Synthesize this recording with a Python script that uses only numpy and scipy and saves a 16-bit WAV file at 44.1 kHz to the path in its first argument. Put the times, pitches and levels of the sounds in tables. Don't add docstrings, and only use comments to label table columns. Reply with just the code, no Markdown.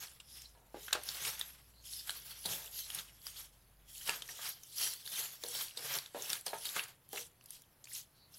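import sys
import numpy as np
from scipy import signal
from scipy.fft import rfft, irfft, next_fast_len
from scipy.io import wavfile
from scipy.ndimage import uniform_filter1d

SR = 44100
rng = np.random.default_rng(int(sys.argv[2]) if len(sys.argv) > 2 else 0)


def transcribe(signal):
    frames = np.atleast_2d(signal).T
    limited = np.clip(frames, -1, 1)
    pcm = np.round(limited * 32767).astype(np.int16)
    wavfile.write(sys.argv[1], SR, pcm)


def volts_from_decibels(level):
    exponent = np.asarray(level, float) / 20
    return 10 ** exponent


N = 369558
TIME = np.arange(N) / SR

# pitch_hz, relative level_db
KITCHEN_SPECTRUM = [(32, -9.5), (48, -6.5), (90, -3.5), (125, -0.5), (210, -13), (420, -15), (800, -16),
                    (2600, -25), (4500, -47), (8000, -37), (11000, -20), (15800, -29)]
# time_s, pitch_hz, level_db
HUM_PATH = [(0, 62.8, -74), (0.432, 61.2, -66.5), (.65, 45.8, -70.5), (0.991, 61.2, -67), (4.3, 46, -70.5),
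            (4.55, 46.2, -101)]
# centre_s, level_db, length_s, pitch_hz
WHISTLES = [(0.373, -60, 0.15, 5200), (0.457, -54.5, 0.014, 4200), (1.787, -67.5, 0.059, 4300),
            (8.222, -67.5, 0.087, 4250)]
# start_s, level_db, cavity_hz, length_ms
BATTER_SMACKS = [(0.199, -40.5, 2820, 11.4), (0.4176, -37.5, 5660, 5.8), (0.8796, -31.5, 1590, 8.8),
                 (0.907, -36, 1600, 7.5), (0.928, -12.5, 3760, 6.2), (0.9492, -24, 1420, 7.7),
                 (1.0342, -31, 8800, 5.6), (1.0876, -22.5, 3570, 5.2), (1.248, -25.5, 2600, 12),
                 (1.276, -26.5, 4670, 5.4), (1.3923, -27, 9100, 7.7), (1.4115, -23, 3460, 3.5),
                 (2.0936, -22, 3330, 4.9), (2.105, -22, 4100, 2.5), (2.391, -38, 7750, 2.7),
                 (2.4553, -23, 3920, 11.6), (2.789, -30, 4440, 4.5), (2.9012, -26.5, 3040, 3.7),
                 (2.946, -25, 9900, 8.1), (2.983, -32.5, 3270, 17), (3.267, -26.5, 5400, 3.2),
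                 (4.0756, -24, 4900, 7.5), (4.094, -11, 2820, 1.2), (4.22, -28.5, 3350, 5.7),
                 (4.289, -34.5, 1840, 6.3), (4.3874, -38, 1870, 2.4), (4.633, -35.5, 5700, 5.6),
                 (4.936, -26.5, 10400, 3), (5.075, -29, 4020, 3.7), (5.436, -26, 3680, 5.3),
                 (5.4851, -22, 8150, 1.7), (5.607, -27.5, 3700, 11), (5.7712, -29, 3900, 9.9),
                 (5.951, -26, 5950, 6), (5.9862, -18.5, 3970, 3.1), (6.0598, -34.5, 3370, 4),
                 (6.2218, -26, 6810, 3.2), (6.2952, -23, 3310, 4.3), (6.301, -20.5, 5360, 3),
                 (6.354, -28, 3400, 2.9), (6.33, -16.5, 4100, 4.8), (6.41, -33, 10100, 4),
                 (6.4623, -21, 9500, 9.6), (6.466, -31, 3100, 6.6), (6.583, -34.5, 9300, 5.5),
                 (6.6539, -22, 3780, 2.66), (6.7614, -25.5, 1240, 9.9), (6.7938, -23, 2640, 2.3),
                 (6.837, -29.5, 9600, 4.9), (7.09, -38, 10700, 1.4), (7.129, -29.5, 10700, 6.4),
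                 (7.16, -30, 3960, 2.8), (7.171, -28.5, 2970, 16), (7.41, -47.5, 2820, 3.8),
                 (7.439, -46, 10300, 3.5), (7.4577, -38, 11300, 4.8), (7.5054, -31, 9340, 4.2),
                 (7.619, -42, 10400, 3.3), (7.8402, -37, 7500, 6.5), (7.854, -40, 4430, 4),
                 (7.871, -46, 2460, 5)]
# start_s, peak_db, pitch region of the struck spot_hz, skid after the blow_s
SPOON_KNOCKS = [(0.55, -57.5, 740, 1), (0.7441, -33.5, 523, 0.18), (0.927, -29, 1600, 0.074),
                (0.951, -35.5, 620, 0.24), (2.454, -40.5, 706, 0.73), (2.458, -47.5, 173, 0.26),
                (4.089, -30.5, 1337, 0.17), (4.391, -42.5, 1250, 0.31), (5.438, -39, 485, 0.28),
                (5.773, -47, 499, 0.52), (6.147, -34, 592, 0.31), (6.466, -37, 757, 0.27),
                (6.532, -30, 892, 0.19), (6.764, -38, 1250, 0.22), (7.132, -38, 483, 0.28)]
# pitch_hz, relative level_db, undamped t60_s
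TUB_MODES = [(137, 0, 0.28), (176, -6.5, 0.39), (389, -16.5, 0.21), (460.6, -7, 0.19), (562.6, -2.5, 0.058),
             (716, 9, 0.016), (880, -1.5, 0.087), (1250, -2, 0.047), (1600, 3, 0.07)]
# pitch_hz, relative level_db
HISS_SPECTRUM = [(1180, -45), (2000, -11), (2360, -14), (3220, -0.5), (3730, -3), (5550, -1.5), (7510, -5),
                 (9730, -4.5), (11300, 2), (12600, -3), (15800, -8.5)]
# edge bites start_s, swell_s, fade_s, peak hiss_db of the edge, peak rasp_db through the tub
DRAGS = [(0.0, 0.00057, 0.22, -46.5, -49.5), (0.286, 0.079, 0.23, -53.5, -61), (0.744, 0.11, 1, -53, -61),
         (1.062, 0.22, 0.13, -41, -41), (1.36, 0.028, 0.3, -50.5, -48.5), (1.851, 0.091, 0.24, -47, -64),
         (2.06, 0.024, 0.31, -46, -49.5), (2.2, 0.11, 0.29, -48.5, -54.5), (2.445, 0.066, 0.26, -40.5, -45),
         (2.721, 0.069, 0.23, -44, -59), (2.86, 0.096, 0.22, -46.5, -49), (3.228, 0.048, 0.29, -49.5, -59),
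         (3.365, 0.035, 0.099, -46, -52), (3.896, 0.1, 0.25, -48, -64), (4.061, 0.032, 0.18, -40.5, -39.5),
         (4.24, 0.066, 0.32, -50.5, -57), (4.388, 0.066, 0.14, -40, -44.5), (4.6, 0.14, .3, -54, -78),
         (4.777, 0.041, 0.18, -33, -40.5), (4.98, 0.029, 0.22, -54.5, -69),
         (5.07, 0.11, 0.25, -39.5, -44.5), (5.43, 0.17, 0.17, -39.5, -46.5),
         (5.775, 0.16, 0.16, -40, -39.5), (6.164, 0.16, 0.11, -42, -44.5),
         (6.464, 0.0029, 0.28, -47.5, -54), (6.6, 0.064, 0.18, -42.5, -48),
         (6.737, 0.042, 0.14, -42.5, -38), (7.131, 0.071, 0.079, -44, -52.5), (7.5, 0.041, 0.087, -52, -67),
         (7.905, 0.063, 0.093, -43, -58), (8.329, 0.098, 0.11, -53, -80)]
# low_hz, high_hz, level_db, way (left positive, right negative)
PORT_BANDS = [(1600, 2280, -10, 0.89), (9000, 10730, -9.5, -0.78)]

TOP_HZ = 15900
KITCHEN_DB = -69
REST_DB = -76
BITE_DB, SWELL_CURVE = -10.5, 0.98
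LEAD_DB, BITE_S = -12, 0.029
FADE_DB, FADE_CURVE = -25, 1.13
RASP_SWELL = 1.31
SETTLE_DB, SETTLE_T60_S = -34.5, 0.3
JOLT_DB, JOLT_DB_PER_OCT, JOLT_HZ, JOLT_T60_S = -9.5, 8, 1250, 0.25


def unit(x):
    return x / np.sqrt(np.mean(x ** 2))


def colour(x, points):
    hz, db = np.transpose(points)
    size = next_fast_len(N)
    f = np.arange(1, size // 2 + 2) * SR / size
    gain = volts_from_decibels(np.interp(np.log(f), np.log(hz), db))
    return irfft(rfft(x, size) * gain, size)[..., :N]


def band(x, lo_hz, hi_hz):
    return signal.sosfilt(signal.butter(2, [lo_hz, hi_hz], "band", fs=SR, output="sos"), x)


def walk(rate):
    k = int(SR / rate)
    levels = np.repeat(rng.standard_normal(N // k + 1), k)
    return 1.145 * uniform_filter1d(uniform_filter1d(levels, k), k)[:N]


def grit(spread, smear_ms):
    sizes = 10 ** (spread * np.minimum(rng.exponential(size=N), 7.5) / 20)
    slips = sizes * (rng.random(N) < .05)
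    fade = np.exp(-1000 / (smear_ms * SR))
    power = signal.lfilter([1], [1, -fade], slips ** 2) + 1
    return unit(np.sqrt(power) * rng.standard_normal(N))


def tub(force, damping, spot_db=0, stretch=1):
    out = 0
    gains = volts_from_decibels(spot_db + np.zeros(len(TUB_MODES)))
    stretches = stretch + np.zeros(len(TUB_MODES))
    for (hz, db, t60_s), gain, shift in zip(TUB_MODES, gains, stretches):
        r = np.exp(-damping * np.log(1000) / (t60_s * SR))
        w = 2 * np.pi * hz * shift / SR
        mode = np.sin(w) * signal.lfilter([1], [1, -2 * r * np.cos(w), r * r], force)
        out = out + gain * volts_from_decibels(db) * mode
    return out


def room(x):
    wet_db, t60_s = -11, 0.19
    t = np.arange(SR // 3) / SR
    tail = rng.standard_normal(len(t)) * np.exp(-np.log(1000) * t / t60_s) * (t > .002)
    return x + volts_from_decibels(wet_db) * signal.fftconvolve(x, tail / np.linalg.norm(tail))[:N]


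def kitchen():
    air = colour(rng.standard_normal(N), KITCHEN_SPECTRUM)
    bass = band(air, 22, 370)
    return unit(air + bass * (volts_from_decibels(walk(3.8)) - 1)) * volts_from_decibels(KITCHEN_DB)


def hum():
    s, hz, db = np.transpose(HUM_PATH)
    phase = 2 * np.pi * np.cumsum(np.interp(TIME, s, hz)) / SR
    tone = np.sqrt(2) * volts_from_decibels(walk(7.1)) * np.sin(phase)
    rumble = volts_from_decibels(-13.0) * unit(band(rng.standard_normal(N), 50, 200))
    return (tone + rumble) * volts_from_decibels(np.interp(TIME, s, db))


def squeaks():
    air = rng.standard_normal(N)
    out = np.zeros(N)
    for s, db, length_s, hz in WHISTLES:
        swell = np.exp(-((TIME - s) / length_s) ** 2 * 2)
        out += unit(band(air, hz / 1.064, hz * 1.07)) * volts_from_decibels(db) * swell
    return out


def smacks():
    out = np.zeros(N + SR)
    t = np.arange(SR // 20) / SR
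    crackles = rng.standard_normal((len(BATTER_SMACKS), len(t)))
    all_folds = rng.standard_normal((len(BATTER_SMACKS), SR // 200))
    for (s, db, hz, ms), crackle, folds in zip(BATTER_SMACKS, crackles, all_folds):
        length_ms = max(ms, .3)
        age = 3 * t * 1000 / length_ms
        fade = (age * np.exp(1 - age)) ** 1.12
        since = np.maximum(t - length_ms / 3000, 0)
        ring = np.sin(2 * np.pi * hz * since) * np.exp(-since * hz / 4)
        near = unit(band(crackle, hz / 1.11, min(hz * 1.17, 18000)))
        broad = band(crackle, hz / 3, min(hz * 3, TOP_HZ))
        fold_response = folds * np.exp(-t[:len(folds)] / 0.00056)
        broad = unit(np.convolve(broad, fold_response)[:len(t)])
        i = int(s * SR)
        out[i:i + len(t)] += volts_from_decibels(db) * (0.35 * ring + 0.22 * near * fade + 0.2 * broad * fade)
    return out[:N]


def knocks():
    out = np.zeros(N + SR)
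    t = np.arange(SR // 3) / SR
    push = np.sin(np.pi * np.clip(t / 0.00021, 0, 1))
    modes = np.array(TUB_MODES)[:, 0]
    skids = rng.standard_normal((len(SPOON_KNOCKS), len(t)))
    for (s, db, hz, skid_s), skid in zip(SPOON_KNOCKS, skids):
        force = push + 0.28 * skid * np.exp(-np.log(1000) * t / max(skid_s, .005))
        nearest = modes[np.argmin(np.abs(np.log(modes / hz)))]
        stretch = np.where(np.arange(len(modes)) < 2, 1, np.clip(hz / nearest, .9, 1.1))
        spot_db = -13 * np.abs(np.log2(modes / hz))
        ring = tub(force, 1.45, spot_db, stretch)
        ring = band(band(ring, hz / 2.5, 4200), hz / 2.5, 4200)
        i = int(s * SR)
        out[i:i + len(t)] += volts_from_decibels(db) * ring / np.abs(ring).max()
    return out[:N]


def pressure(peaks_db, swell=1):
    power = volts_from_decibels(REST_DB) ** 2
    for (s, swell_s, fade_s, *_), peak_db in zip(DRAGS, peaks_db):
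        before = np.clip(1 - (TIME - s) / swell_s, 0, 1)
        after = np.maximum(TIME - s - swell_s, 0)
        up_db = BITE_DB * before ** SWELL_CURVE + LEAD_DB * np.maximum(s - TIME, 0) / BITE_S
        fade = volts_from_decibels(FADE_DB * (after / fade_s) ** FADE_CURVE)
        settle = volts_from_decibels(SETTLE_DB - 60 * after / SETTLE_T60_S)
        power = power + (volts_from_decibels(peak_db + swell * up_db) * (fade + settle)) ** 2
    return np.sqrt(uniform_filter1d(power, SR // 40))


def jolts():
    out = np.zeros(N)
    for s, db, hz, _ in SPOON_KNOCKS:
        start_db = db + JOLT_DB + JOLT_DB_PER_OCT * np.log2(hz / JOLT_HZ)
        out += (TIME > s) * volts_from_decibels(start_db - 60 * np.abs(TIME - s) / JOLT_T60_S)
    return out


def pops(count):
    out = np.zeros(N + SR)
    t = np.arange(SR // 100) / SR
    for when, pitch, size in rng.random((count, 3)):
        hz = 2700 * 2 ** (2.2 * pitch)
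        i = int(when * N)
        ring = np.sin(2 * np.pi * hz * t) * np.exp(-t * hz / 4) * np.minimum(t * hz / 2, 1)
        out[i:i + len(t)] += (size + .004) ** -.5 * ring
    return unit(out[:N])


def clumps(count):
    out = np.zeros(N + SR)
    t = np.arange(SR // 20) / SR
    draws = rng.random((count, 4))
    for (when, pitch, size, hold), wet in zip(draws, rng.standard_normal((count, len(t)))):
        hz = 1400 * 2 ** (3.1 * pitch)
        i = int(when * N)
        burst = wet * np.sqrt(t) * np.exp(-t / (0.00048 + 0.0076 * hold ** 2))
        out[i:i + len(t)] += (size + 0.022) ** -.55 * band(burst, hz / 1.14, hz * 1.124)
    return unit(out[:N])


def scrape():
    *_, hiss_db, rasp_db = np.transpose(DRAGS)
    edge = pressure(hiss_db)
    wall = np.hypot(pressure(rasp_db, RASP_SWELL), jolts())
    slip_db = 1.73 * walk(55)
    hiss = 0
    for lo_hz in 1500 * 2 ** np.arange(0, 3.4, .1):
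        film_db = 3.66 * walk(25) + 1.54 * walk(4.5)
        strip = unit(band(grit(2.44, 0.79), lo_hz, lo_hz * 2 ** (1 / 10)))
        hiss = hiss + volts_from_decibels(film_db) * strip * np.sqrt(lo_hz)
    hiss = unit(colour(hiss, HISS_SPECTRUM))
    hiss = hiss + volts_from_decibels(-10.0) * pops(count=2500) + volts_from_decibels(-11.5) * clumps(count=900)
    hiss = hiss * edge * volts_from_decibels(slip_db)
    rasp = unit(band(grit(0.94, 0.93), 970, 3930))
    rasp = rasp * wall * volts_from_decibels(-5.0 + slip_db + 2 * walk(60))
    drum = unit(band(tub(grit(1.57, 5.1), 1.06), 198, 2280))
    drum = drum * wall * volts_from_decibels(-15.5 + 2 * slip_db + 2 * walk(11))
    return hiss + rasp + drum


def scene():
    short_sounds = room(knocks() + smacks() + squeaks())
    return np.tile(kitchen() + hum() + short_sounds + scrape(), (2, 1))


def band_limit(x):
    return signal.sosfilt(signal.butter(12, 16500, fs=SR, output="sos"), x)


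def record(dry):
    mid = dry.mean(axis=0)
    side = 0
    for lo_hz, hi_hz, db, way in PORT_BANDS:
        side = side + way * volts_from_decibels(db) * band(band(mid, lo_hz, hi_hz), lo_hz, hi_hz)
    hiss = volts_from_decibels(-85.0) * rng.standard_normal(N)
    late_copy = volts_from_decibels(-37.5) * np.roll(mid, SR // 1000)
    side = side + hiss + late_copy
    ports = dry + np.array([[1], [-1]]) * side
    low_pass = signal.ellip(10, .2, 60, TOP_HZ, fs=SR, output="sos")
    return band_limit(signal.sosfilt(low_pass, ports))


dry = scene()
out = record(dry)
transcribe(out)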